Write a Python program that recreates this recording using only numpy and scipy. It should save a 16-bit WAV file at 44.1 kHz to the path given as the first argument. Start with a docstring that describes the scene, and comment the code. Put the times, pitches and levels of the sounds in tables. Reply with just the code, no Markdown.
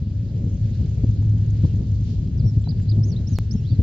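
"""A low drone, as of a far engine, under wind rumble and buffets on the microphone; leaves hiss.
An insect ticks, dry handling knocks follow; then a small songbird on the right whistles gliding notes,
with faint thin peeps among them and one sharp click.
Wind and leaves are banded noise, drone, whine and whistles are sines on moving pitches;
ticks and knocks are bursts of band-passed noise, and the click is a decaying step."""
import sys
import numpy as np
from scipy import signal
from scipy.io import wavfile
from scipy.ndimage import uniform_filter1d

SR = 44100
rng = np.random.default_rng(int(sys.argv[2]) if len(sys.argv) > 2 else 0)


def bounce(signal):
    """Save signal as a 16-bit WAV file at the path given by the first command-line argument."""
    frames = np.transpose(np.atleast_2d(signal))
    limited = np.clip(frames, -1, 1)
    pcm = np.round(limited * 32767).astype(np.int16)
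    wavfile.write(sys.argv[1], SR, pcm)


N = 168462
T = np.arange(N) / SR


def from_db(db):
    """Decibels to amplitude gain."""
    return 10 ** (np.asarray(db) / 20)


def rms_one(x):
    """Scale to unit rms."""
    return x / np.sqrt(np.mean(x ** 2) + 1e-20)


def level_curve(rows):
    """Gain over time from (time [s], level [dB]) rows."""
    return from_db(np.interp(T, *np.transpose(rows)))


def at_hz(points, hz):
    """Read a table on a log-frequency axis."""
    table_hz, values = np.transpose(points)
    return np.interp(np.log(hz), np.log(table_hz), values)


def drift(corner_hz):
    """Unit-rms random drift: noise through a two-pole low-pass at SR / 20, interpolated to SR."""
    pole = np.exp(-40 * np.pi * corner_hz / SR)
    noise = rng.standard_normal(N // 20 + 2002)
    slow = signal.lfilter([1], [1, -2 * pole, pole * pole], noise)[2000:]  # drop the filter's start-up
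    return np.interp(np.arange(N) / 20, np.arange(len(slow)), rms_one(slow))


def band(x, low_hz, high_hz):
    """Butterworth band-pass."""
    edges_hz = [low_hz, min(high_hz, .45 * SR)]
    return signal.sosfilt(signal.butter(2, edges_hz, "band", fs=SR, output="sos"), x)


def low_pass(x, edge_hz):
    """Steep elliptic low-pass."""
    return signal.sosfilt(signal.ellip(10, .2, 80, edge_hz, fs=SR, output="sos"), x)


def bump(centre_s, width_s):
    """Gaussian envelope, peak 1."""
    return np.exp(-((T - centre_s) / width_s) ** 2)


def decay(start_s, decay_s):
    """Step to 1 that dies away exponentially."""
    return (T >= start_s) * np.exp(-np.abs(T - start_s) / decay_s)


def evened(x, size):
    """Hold the power steady over a window of size samples."""
    return x / np.sqrt(uniform_filter1d(np.mean(x ** 2, axis=0), size) + 1e-12)


def from_right(x, left_db):
    """Place a sound to the right by weakening the left side."""
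    return np.array([from_db(left_db) * x, x])


def banded_noise(spectrum, likeness, pan, patchy_db):
    """Half-octave bands of stereo noise, each with own level, flicker, correlation and balance; rms 1."""
    edges_hz = 20 * 2 ** np.arange(0, 9.1, .5)
    sides = np.array([[1], [-1]])
    white = rng.standard_normal((2, 2, N))  # neighbouring bands take different noise
    out = 0
    for k, (low_hz, high_hz) in enumerate(zip(edges_hz, edges_hz[1:])):
        if high_hz < spectrum[0][0] or low_hz > spectrum[-1][0]:
            continue
        hz = np.sqrt(low_hz * high_hz)
        narrow = band(white[k % 2], low_hz, high_hz)
        mid, side = band(narrow, low_hz / 2, high_hz * np.sqrt(2))
        alike = np.clip(at_hz(likeness, hz), -1, 1)
        gain = from_db(at_hz(spectrum, hz) + patchy_db * drift(11))
        balance = from_db(sides * at_hz(pan, hz) / 2)
        out = out + gain * balance * (np.sqrt(1 + alike) * mid + np.sqrt(1 - alike) * side * sides)
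    return rms_one(out)


def whistle(hz, gain, start_s, length_s, fade_s=0.0028):
    """Sine on a moving pitch, from accumulated phase; the fades lie outside its length."""
    gate = np.clip(np.minimum(T - start_s, start_s + length_s - T) / fade_s + 1, 0, 1)
    return gate * gain * np.sin(2 * np.pi * np.cumsum(hz) / SR)


def wind():
    """Wind on the microphone: lumpy low noise, a softer rush above, and short buffets reaching higher."""
    # spectra: (frequency [Hz], relative density [dB per Hz])
    rumble_spectrum = [(22, -27), (40, -11), (60, 0.04), (85, 2), (160, -5), (250, -18), (400, -40)]
    rush_spectrum = [(260, -2.5), (400, -3.5), (540, -12.5), (750, -22), (1100, -32)]
    buffet_spectrum = [(40, -5), (100, 20), (200, 3.5), (330, -11), (600, -27.5), (1100, -52)]
    # (time [s], level [dB])
    rumble_level = [(0, -24), (1.55, -21), (2.05, -22), (3.82, -23.5)]
    rush_level = [(.2, -50.5), (.36, -43), (.55, -50.5), (.82, -47), (1.7, -47), (1.95, -47.5), (2.88, -48),
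                  (3.04, -43), (3.4, -50)]
    # buffet peaks: (time [s], level [dB])
    buffet_peaks = [(.475, -18), (0.81, -18), (1.039, -15), (1.097, -16.5), (1.647, -10.5), (2.405, -16.5),
                    (2.442, -13), (2.46, -14.5), (2.578, -14), (2.961, -21.5), (2.984, -14), (3.105, -18),
                    (3.33, -18), (3.553, -16), (3.727, -15), (3.8, -10)]
    # channel correlation: (frequency [Hz], correlation [0-1])
    likeness = [(230, 1), (460, 0.82), (900, 0.28)]
    # balance: (frequency [Hz], left minus right [dB])
    pan = [(60, 3), (200, 0.81), (600, 3)]
    lumps_db, buffet_width_s = 1.5, .012

    lumps = rms_one(from_db(lumps_db * drift(43)))
    rumble_noise = evened(banded_noise(rumble_spectrum, likeness, pan, patchy_db=1.5), size=4000)
    rumble = level_curve(rumble_level) * rumble_noise
    rush = level_curve(rush_level) * banded_noise(rush_spectrum, likeness, pan, patchy_db=2.0)
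    buffets = sum(from_db(db) * bump(s, buffet_width_s) for s, db in buffet_peaks)
    buffet_noise = evened(banded_noise(buffet_spectrum, likeness, pan, patchy_db=0), size=900)
    return lumps * (rumble + rush) + buffets * buffet_noise


def drone():
    """Low sine that swells, fades and flutters in the moving air, under a faint sine whine of unsteady pitch."""
    # (time [s], level [dB])
    drone_level = [(0, -25.5), (1.0, -27), (1.3, -18), (1.6, -19), (1.72, -23.5), (2.66, -25),
                   (2.85, -18.5), (3.3, -26)]
    whine_level = [(0, -62.5), (.38, -53), (1.6, -67)]
    drone_hz, whine_hz = 105.85, 551
    wander, flutter_db = .015, 2.5  # rms share of the pitch, rms level

    drone_phase = 2 * np.pi * np.cumsum(drone_hz * (1 + wander * drift(3.39))) / SR
    whine_phase = 2 * np.pi * np.cumsum(whine_hz * (1 + wander * drift(20))) / SR
    low_tone = rms_one(from_db(flutter_db * drift(12)) * np.sin(drone_phase))
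    return level_curve(drone_level) * low_tone + level_curve(whine_level) * np.sin(whine_phase)


def leaves():
    """Leaf hiss: flickering banded noise on a slow level curve."""
    # (frequency [Hz], relative density [dB per Hz])
    spectrum = [(800, -6), (1500, 10), (2500, 5.5), (3600, 13), (6400, 7), (7500, -7)]
    # (time [s], level [dB])
    hiss_level = [(.2, -60.5), (.85, -56.5), (1.2, -58.5), (1.65, -56), (1.95, -58), (2.5, -60),
                  (3.3, -57.5), (3.82, -59)]
    # balance: (frequency [Hz], left minus right [dB])
    pan = [(1000, 10.5), (1800, -3.5), (3500, -6.5)]
    likeness = [(1800, 0.7), (3600, 0.84), (7000, -0.9)]  # (frequency [Hz], channel correlation [-1 to 1])
    return level_curve(hiss_level) * banded_noise(spectrum, likeness, pan, patchy_db=1.63)


def insect():
    """Uneven run of short high ticks, a few stronger: Gaussian bursts of band-passed noise."""
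    # strong ticks: (time [s], level [dB])
    strong_ticks = [(1.111, -53.5), (1.506, -51), (1.760, -54)]
    first_s, last_s = .4, 2.05
    gap_s, tick_width_s = .04, .004  # median gap
    centre_hz, width_hz, weak_db = 6400, 1000, -58.5

    times_s = first_s + np.cumsum(gap_s * np.exp(.3 * rng.standard_normal(60)))
    ticks = strong_ticks + [(s, weak_db) for s in times_s if s < last_s]
    bursts = sum(from_db(db) * bump(s, tick_width_s) for s, db in ticks)
    ring = rms_one(band(rng.standard_normal(N), centre_hz - width_hz / 2, centre_hz + width_hz / 2))
    return from_right(bursts * ring, left_db=-30)


def handling():
    """Small dry handling knocks and ticks: decaying noise, each ringing in its own band."""
    # (time [s], peak level [dB], nominal band frequency [Hz])
    knocks = [(1.225, -40, 720), (1.649, -37, 680), (2.274, -45, 4350), (2.640, -43, 4300),
              (2.673, -33, 680), (2.723, -42, 560), (2.799, -45, 2000)]
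    out, noise = 0, rng.standard_normal(N)
    for s, peak_db, hz in knocks:
        knock = band(noise * decay(s, decay_s=.003) + 1e-18, hz / 1.46, hz * 1.25)
        out = out + from_db(peak_db) * knock / np.max(np.abs(knock))
    return out


def rustle():
    """Brief brushing close by: one Gaussian swell of band-passed stereo noise."""
    brush = rms_one(band(rng.standard_normal((2, N)), 2800, 5600))
    return from_db(-54.5) * bump(centre_s=2.1, width_s=.084) * brush


def songbird():
    """Pure whistled syllables, gliding and wavering; near-leaf reflections beat against them."""
    # syllable name: (time from its start [s], pitch [Hz], level before gain [dB])
    syllables = { "slur": [(0, 6100, -53.5), (.006, 5350, -52.5), (.022, 4750, -47), (.036, 4100, -49),
                 (.045, 3320, -60)], "flat": [(0, 4000, -50), (.009, 5480, -45), (.058, 5510, -40),
                 (.069, 5150, -49)], "arch": [(0, 4000, -53), (.007, 4170, -40), (.014, 4730, -33),
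                 (.022, 5080, -40), (.029, 4700, -35), (.036, 3850, -40), (.044, 3400, -56)],
                 "sweep": [(0, 5200, -54.5), (.007, 5270, -39.5), (.02, 6250, -46), (.029, 6640, -54.5),
                 (.039, 6710, -54.5), (.056, 6480, -50), (.071, 5870, -43.5), (.084, 5620, -57.5),
                 (.092, 5350, -44.5)], "hook": [(0, 5620, -58), (.006, 4610, -59.5), (.017, 4280, -54.5),
                 (.024, 4250, -58)], "lift": [(0, 2950, -71), (.013, 3770, -37.5), (.026, 4120, -45.5),
                 (.039, 3800, -52)], "rise": [(0, 4450, -48), (.006, 5440, -33), (.018, 6030, -43),
                 (.03, 6420, -41), (.038, 6950, -64)], "sag": [(0, 3310, -60), (.052, 2630, -61.5),
                 (.09, 2900, -58)], "bow": [(0, 3160, -55), (.02, 3700, -53.5), (.037, 4285, -53.5),
                 (.052, 4560, -53), (.072, 4700, -51.5), (.092, 4400, -56.5), (.109, 4020, -59)],
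                 "fall": [(0, 4920, -62), (.035, 4050, -50.5), (.048, 3730, -53), (.07, 3380, -56)], }
    # (start [s], syllable name, gain [dB], left side relative to right [dB])
    song = [(2.377, "slur", -1, -10.5), (2.441, "flat", -7.5, -19), (2.679, "arch", -3.5, -14),
            (2.883, "arch", -1.5, -13), (3.03, "sweep", 2, -15.5), (3.118, "hook", 13.5, -11.5),
            (3.152, "lift", -1, -9.5), (3.268, "sweep", 2, -17), (3.356, "hook", 13, -12),
            (3.508, "rise", -1.5, -20), (3.549, "sag", -4, -1), (3.649, "bow", 5, -10),
            (3.657, "fall", 0, -7)]
    # (delay [s], level relative to the note [dB])
    reflections = [(.0031, -12), (.0074, -15), (.024, -18)]
    waver_hz = 120  # corner of the random waver and flutter
    waver = 1 + .006 * drift(waver_hz)
    flutter_db = 2.2 * drift(waver_hz)

    out = 0
    for start_s, name, gain_db, left_db in song:
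        s, hz, db = np.transpose(syllables[name])
        pitch_hz = uniform_filter1d(np.interp(T - start_s, s, hz), size=200) * waver
        gain = from_db(np.interp(T - start_s, s, db) + gain_db + flutter_db)
        note = whistle(pitch_hz, gain, start_s, s[-1])
        echoes = sum(from_db(loss_db) * np.interp(T - delay_s, T, note) for delay_s, loss_db in reflections)
        out = out + from_right(note + echoes, left_db)
    return out


def foliage(x):
    """Scatter from leaves and trunks: the right channel convolved with two decaying noise tails."""
    t60_s, echo_db, left_db = 1.2, -16.5, -2.5
    tails = rng.standard_normal((2, SR)) * from_db(-60 * T[:SR] / t60_s)
    tails /= np.sqrt(np.sum(tails ** 2, axis=1, keepdims=True))
    scattered = signal.fftconvolve(x[1:], tails, axes=1)[:, :N]
    return from_db(echo_db) * from_db([[left_db], [0]]) * scattered


def peeps():
    """Thin, nearly level sine notes that swell and fade."""
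    # (start [s], length [s], starting pitch [Hz], glide [Hz], peak level [dB])
    peep_notes = [(2.607, 0.025, 7170, 200.5, -57.5), (2.647, 0.045, 4020, -75, -48.5),
                  (2.814, 0.028, 7290, -30.5, -56.5), (3.551, 0.052, 5330, 224, -52)]
    out = 0
    for start_s, length_s, hz, glide_hz, db in peep_notes:
        part = np.clip((T - start_s) / length_s, 0, 1)
        swell = np.sqrt(np.abs(np.sin(np.pi * part)))
        out = out + whistle(hz + glide_hz * part, from_db(db) * swell, start_s, length_s)
    return from_right(out, left_db=-12.5)


def click():
    """One sharp click: a step that decays exponentially."""
    return from_db(-15) * decay(start_s=3.387, decay_s=.002)


def scene():
    """All layers low-passed together; the click alone bypasses this treble edge."""
    background = wind() + drone() + leaves() + insect() + handling() + rustle()
    birds = songbird() + peeps()
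    outdoors = background + birds + foliage(birds)
    return low_pass(outdoors, edge_hz=7505) + click()


def record(dry):
    """Cut the top treble."""
    return low_pass(dry, edge_hz=16500)


dry = scene()
out = record(dry)
bounce(out)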